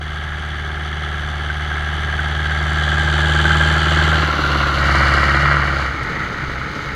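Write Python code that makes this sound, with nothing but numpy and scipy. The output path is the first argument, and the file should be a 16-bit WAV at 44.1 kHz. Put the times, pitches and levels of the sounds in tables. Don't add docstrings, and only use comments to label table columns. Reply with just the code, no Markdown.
import sys
import numpy as np
from scipy import signal
from scipy.fft import rfft, irfft, next_fast_len
from scipy.io import wavfile
from scipy.ndimage import map_coordinates

SR = 44100
rng = np.random.default_rng(int(sys.argv[2]) if len(sys.argv) > 2 else 0)


def wrap_up_sound(samples):
    columns = np.atleast_2d(samples).T
    tamed = np.clip(columns, -1, 1)
    steps = np.round(tamed * 32767).astype(np.int16)
    wavfile.write(sys.argv[1], SR, steps)


N = 306495
DRIVE_M_PER_S = 1.806
ENGINE_PASS_S, ENGINE_MISS_M = 4.38, 2.485
SPREADER_PASS_S, SPREADER_MISS_M = 6.5, 3.73
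RUMBLE_DB, CHURN_DB, CRUNCH_DB = -32, -29, -40.3
WALL_S, WALL_HALF_S = 5.5, 0.18
TOP_HZ = 15720

# time in seconds, firings per second.
FIRING_RATE = [(0.0, 75.95), (0.6, 75.21), (1.5, 74.97), (2.5, 75.97), (3.0, 76.08), (3.6, 76.94),
               (4.15, 76.88), (4.65, 70.73), (5.3, 70.54), (5.55, 71.95), (5.85, 68.64), (6.95, 67.71)]
# multiple of the firing rate, then level in dB
SIDE_ORDERS = [(.5, -25, -31, -24), (.75, -28, -24, -27), (1.25, -19, -21, -16), (1.5, -20, -21, -17.5),
               (1.75, -22, -20.5, -13.5), (2.25, -24.5, -25, -19.5), (2.5, -24.5, -23, -24),
               (2.75, -27, -23.5, -22.5), (3, -25, -27, -19), (4, -28, -29, -20.5), (4.5, -30, -17.5, -25),
               (4.75, -24, -32, -23.5), (5.5, -28.5, -25.5, -36), (7.75, -31, -23, -23.5),
               (8.75, -25, -25, -35), (9.75, -23, -23, -32), (8, -32, -29, -26.5), (10.75, -39, -17.5, -32)]
# relative bark, knock and clatter in dB.
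CYLINDERS = [(-7.5, -3, -4), (-1.5, -4.5, -3.5), (-7.5, -4.5, -3), (-4, -8, -4)]
# start in seconds, level in dB.
HARD_KNOCKS = [(1.500, -13), (1.716, -16), (2.191, -12), (2.459, -13), (2.513, -10), (3.454, -7),
               (3.506, -5.5), (3.75, -14), (4.012, -10), (4.130, -6), (5.180, -11)]
# pitch in Hz, relative level in dB, seconds to fall 60 dB.
BLOCK_MODES = [(1360, -20, .035), (1556, 4.5, 0.037), (1670, -2, 0.015)]
# pitch in Hz, width in Hz, relative dB.
TIN_MODES = [(3032, 143, -10), (3385, 62, -8.5), (4540, 55, -3), (6140, 240, 0), (6770, 210, 2.5),
             (7470, 170, 2), (9060, 300, -6)]

# time in seconds, side (0 far ahead, 1 close ahead, 2 abreast,
# 3 behind).
VIEW = [(2.15, 0), (3.35, 1), (4.1, 1.36), (4.38, 2), (4.65, 2), (5, 3)]
# frequency in Hz, relative dB.
BARK_FAR = [(110, -65), (190, -19), (232, -23), (259, -23), (290, -8.5), (375, -6.5), (405, 0.5),
            (454, -17.5), (716, -2.5), (829, 0.5), (930, -13.5), (1200, -8), (1560, -41), (2640, -120)]
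BARK_CLOSE = [(110, -41), (190, -8), (220, -4), (259, -15), (349, 0), (451, -11), (581, -3), (699, -6.5),
              (835, 1), (997, -9.5), (1200, -7), (1560, -30), (2640, -120)]
BARK_ABREAST = [(110, -35), (190, -5), (247, -13), (302, 0), (360, -9), (398, 1), (437, -23), (476, -5.5),
                (804, -6), (974, -18.5), (1200, -1.5), (1560, -19), (2640, -120)]
BARK_BEHIND = [(110, -34), (190, -14), (217, 2), (243, -13), (279, -8), (344, 1), (414, -19), (564, 0),
               (861, -1), (1200, -3), (1560, -20), (2640, -120)]
KNOCK_FAR = [(620, -30.5), (1050, -17.5), (1170, -13.5), (1320, -4), (1430, -9), (1530, -7.5), (1620, 1.5),
             (1850, -10.5), (2130, -10.5), (2510, -25.5), (2700, -21), (3510, -42), (5940, -120)]
KNOCK_CLOSE = [(620, -35), (1050, -18), (1350, -1), (1440, -7.5), (1600, 4.5), (1690, 0), (1890, -14),
               (2050, -8.5), (2160, -16), (2520, -19), (2700, -24), (3510, -16), (5940, -120)]
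KNOCK_ABREAST = [(620, -43), (1050, -9.5), (1140, -11), (1230, -17), (1370, 2), (1580, -8.5), (1800, -16),
                 (2020, -12.5), (2490, -24.5), (2700, -21), (3510, -38), (5940, -120)]
KNOCK_BEHIND = [(620, -49.5), (1050, -13.5), (1160, -7.5), (1360, -0.5), (1810, -10), (1900, -3),
                (2000, -9), (2360, -11.5), (2550, -45), (2700, -17.5), (3510, -30), (5940, -120)]
CLATTER_FAR = [(1500, -55), (2550, -17), (2970, 1.5), (3350, 3), (4170, -12), (4570, -11), (4860, -23),
               (5610, -22), (6100, -18), (7100, -41), (9040, -25), (9830, -38), (10600, -28), (12000, -42),
               (15600, -47)]
CLATTER_CLOSE = [(1500, -28.5), (2550, -17.5), (3110, 3), (3610, -5.5), (4680, -13.5), (5280, -29),
                 (6010, -22), (6630, -27), (7540, -24.5), (8130, -29), (8580, -24.5), (10100, -44),
                 (11900, -43), (12900, -52), (15600, -49)]
CLATTER_ABREAST = [(1500, -43), (2550, -11), (2810, 2.5), (3230, -4), (3590, -3.5), (4240, -1.5),
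                   (5080, -17), (6050, -18.5), (6830, -29), (7540, -28), (8260, -40), (10400, -28.5),
                   (12200, -34), (12900, -36), (15600, -52)]
CLATTER_BEHIND = [(1500, -6), (2550, -30), (2860, 3.5), (3320, -10), (3590, -8.5), (4210, -2), (4860, -6.5),
                  (5530, -17.5), (6530, -21.5), (8320, -29.5), (10100, -27), (10900, -31.5), (11900, -33),
                  (13400, -46), (15600, -43)]
# frequency in Hz, relative dB.
PIPE_CRACK = [(300, -11.5), (600, -4.5), (950, -6.5), (1350, 4.5), (1700, -4.5), (2100, -4.5),
              (2600, -20.5), (4000, -24)]
VALVE_TICK = [(4500, -3.5), (6100, -4), (7500, -0.5), (8200, -7.5), (9200, -7.5), (10800, -14),
              (12000, -17), (13000, -28), (15700, -28)]
RADIATES = {"tone": (-17.5, -16.5, -20, -17.3), "octave": (-26.3, -20.5, -25, -26),
            "bark": (-29.3, -26.6, -24.2, -25.4), "knock": (-20.5, -17, -18.5, -16),
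            "clatter": (-28.3, -24.5, -29, -26.5), "valves": (-49.3, -43.5, -52, -53)}
OBSTACLES = {"tone": (0.92, .8, 9.3), "octave": (0.85, 8.4, 7), "bark": (0.32, 0, 15),
             "knock": (.5, 3, 11.3), "clatter": (0.25, -.5, 17), "valves": (0.31, -.5, 16)}
# centre and half length in seconds,
# full shadow in dB.
WHEEL_SHADOWS = [(3.82, .08, 2.4), (4.37, 0.12, 5.5), (4.706, .09, 3.5), (6.12, .07, 8), (6.34, .06, 8),
                 (6.783, 0.085, 10)]
# time in seconds, share hidden.
TRAILER_COVER = [(5.05, 0), (5.86, .4), (5.95, 1)]

# frequency in Hz, relative dB.
BODY_RUMBLE = [(50, -59), (85, -6), (140, 1), (221, -8), (329, -7), (367, -12), (436, -7.5), (562, -15.5),
               (650, -26), (840, -41), (1430, -120)]
BEATER_CHURN = [(340, -43), (580, -10.5), (639, -25), (673, -9.5), (785, -15.5), (842, -5.5), (971, -12),
                (1200, -7.5), (1310, 0.5), (1680, -6.5), (1900, -3), (2180, -4.5), (2700, -23), (3510, -41),
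                (5940, -120)]
TYRE_CRUNCH = [(1500, -32), (2550, -18), (2970, 4), (3230, -1.5), (3930, -0.5), (4750, -4), (5120, -10),
               (5740, -15.5), (6290, -7), (6780, -14), (7710, -23), (8770, -26), (9760, -27.5),
               (12200, -30), (15600, -39)]
# centre and half length in seconds, then extra rumble, churn and crunch in dB.
SPREADER_SWELLS = [(6.168, 0.18, 4, 4.5, 1), (6.807, 0.065, 2, 1, 3)]
# start in seconds, level in dB, offset for the thump in dB.
CLODS = [(6.032, -27, -10), (6.099, -35.5, 14), (6.514, -34, 5), (6.631, -39, 20), (6.765, -36, 17)]
# time in seconds, level in dB.
BREEZE = [(1.8, -41.5), (2.5, -46), (4.6, -38)]
# frequency in Hz, relative dB.
WIND_BUFFET = [(7.1, -32), (12, -17), (38, -13), (55, -7), (72, -24), (120, -120)]


def exhaust(turns):
    tone_gain, octave_gain = amp(heard_db("tone")), amp(heard_db("octave"))
    view, = curves(VIEW)
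    angle = 2 * np.pi * (turns + 0.007 * wobble(20) + 0.05 * covered() * wobble(25))
    skew = np.pi * np.clip(2 - view, 0, 1)
    drone = tone_gain * np.cos(angle) + octave_gain * np.cos(2 * angle - skew)
    lines = 0
    for order, *levels in SIDE_ORDERS:
        db = np.interp(view, [0, 1, 3], levels) + 1.5 * wobble(3.99)
        lines += amp(db) * np.cos(order * angle + 2 * np.pi * rng.random())
    return np.sqrt(2) * (drone + tone_gain * lines)


def engine(turns):
    bark_db, knock_db, clatter_db = np.transpose(CYLINDERS)
    bark = firings(turns, bark_db, lag=.04, t60=.033, rise=.00076, scatter_db=.5, jitter=4e-5, alike=.77)
    bark = scattered(bark, ahead=0.043, behind=0.13, t60=0.053)
    bark = passing(bark, "bark", [BARK_FAR, BARK_CLOSE, BARK_ABREAST, BARK_BEHIND])
    knock = firings(turns, knock_db, lag=.3, t60=.046, rise=.0043, scatter_db=.7, jitter=6e-5, alike=.35)
    knock = scattered(knock, ahead=0.049, behind=0.22, t60=0.09)
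    knock = passing(knock, "knock", [KNOCK_FAR, KNOCK_CLOSE, KNOCK_ABREAST, KNOCK_BEHIND])
    clatter = firings(turns, clatter_db, lag=.16, t60=.04, rise=.0061,
                      scatter_db=1.22, jitter=.0004, alike=.077)
    clatter = scattered(clatter, ahead=0.095, behind=0.37, t60=0.067)
    clatter += 1.25 * ringing(clatter, TIN_MODES)
    clatter = passing(clatter, "clatter", [CLATTER_FAR, CLATTER_CLOSE, CLATTER_ABREAST, CLATTER_BEHIND])
    return bark + knock + clatter


def cracks(turns):
    facing = np.clip(curves(VIEW)[0] - 2, 0, 1)
    sizes_db = np.array([-3.5, 0.0, -4, -2.5])
    pulses = firings(turns, sizes_db, lag=-.03, t60=.012, rise=.0006, scatter_db=.8, jitter=5e-5, alike=.5)
    return facing * amp(heard_db("knock") - 3.5) * coloured(pulses, PIPE_CRACK)


def hard_knocks():
    s, db = np.transpose(HARD_KNOCKS)
    t = np.arange(SR // 10) / SR
    phases = 2 * np.pi * rng.random((len(s), len(BLOCK_MODES)))
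    ring = sum(amp(level - 60 * t / t60) * np.sin(2 * np.pi * hz * t + phases[:, [i]])
               for i, (hz, level, t60) in enumerate(BLOCK_MODES))
    ring *= 1 - np.exp(-t / 0.002)
    ring /= np.abs(ring).max(axis=1, keepdims=True)
    return placed(s * SR, amp(db - 0.8)[:, None] * ring)


def valves(turns):
    sizes_db = np.transpose(CYLINDERS)[2]
    tick = dict(rise=.0015, scatter_db=2, jitter=.0006, alike=0)
    inlet = firings(turns, sizes_db, lag=.3, t60=.011, **tick)
    outlet = firings(turns, sizes_db, lag=.58, t60=.01, **tick)
    return amp(heard_db("valves")) * coloured(inlet + 0.83 * outlet, VALVE_TICK)


def spreader():
    more_rumble, more_churn, more_crunch = sum(np.outer(lifts_db, swell(s, half_s))
                                               for s, half_s, *lifts_db in SPREADER_SWELLS)
    rumble = amp(RUMBLE_DB + more_rumble + .3 * wobble(14))
    rumble *= coloured(grains(rate=2500, spread_db=1), BODY_RUMBLE)
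    churn = amp(CHURN_DB + more_churn + .67 * wobble(60))
    churn *= coloured(grains(rate=4000, spread_db=1), BEATER_CHURN)
    crunch = amp(CRUNCH_DB + more_crunch + .6 * wobble(60))
    crunch *= coloured(grains(rate=9000, spread_db=3), TYRE_CRUNCH)
    return (rumble + churn + crunch) * amp(distance_db(SPREADER_PASS_S, SPREADER_MISS_M))


def clods():
    s, db, thump_db = np.transpose(CLODS)
    t = np.arange(SR // 10) / SR
    spatter = placed(s * SR, amp(db[:, None] - 60 * t / .04) * rng.standard_normal((len(s), len(t))))
    spatter = signal.sosfilt(signal.butter(2, [2500, 6500], "band", fs=SR, output="sos"), spatter)
    thump = amp((db + thump_db)[:, None] - 60 * t / 0.031) * np.sin(2 * np.pi * 190 * t)
    return 0.77 * spatter + placed(s * SR, thump)


def wind():
    return amp(curves(BREEZE)[0] + 2.2 * wobble(9.2)) * coloured(rng.standard_normal(N), WIND_BUFFET)


def hiss():
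    return amp(-68) * rng.standard_normal(N)


def firings(turns, sizes_db, lag, t60, rise, scatter_db, jitter, alike, size=1500):
    firing = np.arange(1, int(turns[-1]))
    cylinder = firing % len(sizes_db)
    t = np.arange(size) / SR
    phases = 2 * np.pi * rng.random((len(sizes_db), size // 2 + 1))
    own_shape = irfft(np.exp(1j * phases)) * np.sqrt(size)
    chance = rng.standard_normal((len(firing), size + 2))
    bursts = np.sqrt(alike) * own_shape[cylinder] + np.sqrt(1 - alike) * chance[:, 2:]
    gains = amp(sizes_db[cylinder] + scatter_db * chance[:, 0])
    starts = np.interp(firing + lag, turns, np.arange(N)) + jitter * SR * chance[:, 1]
    envelope = np.exp(-np.log(1000) * t / t60) * (1 - np.exp(-t / rise))
    return placed(np.abs(starts), gains[:, None] * bursts * envelope)


def scattered(x, ahead, behind, t60):
    t = np.arange(SR // 10) / SR
    power = np.abs(signal.oaconvolve(x ** 2, amp(-120 * t / t60) * t)[:N])
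    smear = unit(np.sqrt(power) * rng.standard_normal(N))
    share = np.interp(curves(VIEW)[0], [1, 2], [ahead, behind])
    return np.sqrt(1 - share) * unit(x) + np.sqrt(share) * smear


def passing(x, part, spectra):
    view, = curves(VIEW)
    blend = sum(np.clip(1 - abs(view - side), 0, 1) * coloured(x, spectrum)
                for side, spectrum in enumerate(spectra))
    return amp(heard_db(part)) * blend


def heard_db(part):
    side_db = np.interp(curves(VIEW)[0], range(4), RADIATES[part])
    wheel_share, wall_db, hidden_db = OBSTACLES[part]
    wheels_db = sum(db * swell(s, half_s) for s, half_s, db in WHEEL_SHADOWS)
    obstacles_db = wall_db * swell(WALL_S, WALL_HALF_S) - wheel_share * wheels_db - hidden_db * covered()
    return side_db + distance_db(ENGINE_PASS_S, ENGINE_MISS_M) + obstacles_db


def distance_db(pass_s, miss_m):
    along_m = DRIVE_M_PER_S * (np.arange(N) / SR - pass_s)
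    return 20 * np.log10(miss_m / np.hypot(along_m, miss_m))


def covered():
    return curves(TRAILER_COVER)[0]


def ringing(x, modes):
    return sum(amp(db) * signal.lfilter(*signal.iirpeak(hz, hz / width, fs=SR), x)
               for hz, width, db in modes)


def grains(rate, spread_db):
    hits = rng.random(N) < rate / SR
    return unit(hits * rng.standard_normal(N) * amp(spread_db * rng.standard_normal(N)))


def coloured(x, spectrum, size=8192):
    hz, db = np.transpose(spectrum)
    grid = np.log(np.fft.rfftfreq(size, 1 / SR) + 1)
    outside = np.maximum(np.log(hz[0]) - grid, 0) + np.maximum(grid - np.log(hz[-1]), 0)
    shape_db = np.maximum(np.interp(grid, np.log(hz), db) - 80 * outside, -100)
    cepstrum = irfft(np.log(amp(shape_db)))
    cepstrum[1:size // 2] *= 2
    cepstrum[size // 2 + 1:] = 0
    return unit(signal.oaconvolve(x, irfft(np.exp(rfft(cepstrum))))[:N])


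def placed(starts, sounds):
    index = np.round(starts).astype(int)[:, None] + np.arange(sounds.shape[1])
    return np.bincount(index.ravel(), sounds.ravel(), N)[:N]


def curves(rows):
    s, *cols = np.transpose(rows)
    return [np.interp(np.arange(N) / SR, s, c) for c in cols]


def wobble(rate):
    knots = rng.standard_normal(int(N * rate / SR) + 4)
    return map_coordinates(knots, [np.arange(N) * rate / SR])


def swell(s, half_s):
    return np.exp(-((np.arange(N) / SR - s) / half_s) ** 2)


def amp(db):
    return 10 ** (np.asarray(db) / 20)


def unit(x):
    return x / np.sqrt(np.mean(x ** 2) + 1e-20)


def scene():
    turns = .39 + np.cumsum(curves(FIRING_RATE)[0]) / SR
    tractor = exhaust(turns) + cracks(turns) + engine(turns) + valves(turns) + hard_knocks()
    return (tractor + spreader() + clods() + wind() + hiss())[None]


def record(dry):
    size = next_fast_len(N + SR // 4)
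    in_band = np.fft.rfftfreq(size, 1 / SR) < TOP_HZ
    return irfft(rfft(np.clip(dry, -1, 1), size) * in_band, size)[:, :N]


dry = scene()
out = record(dry)
wrap_up_sound(out)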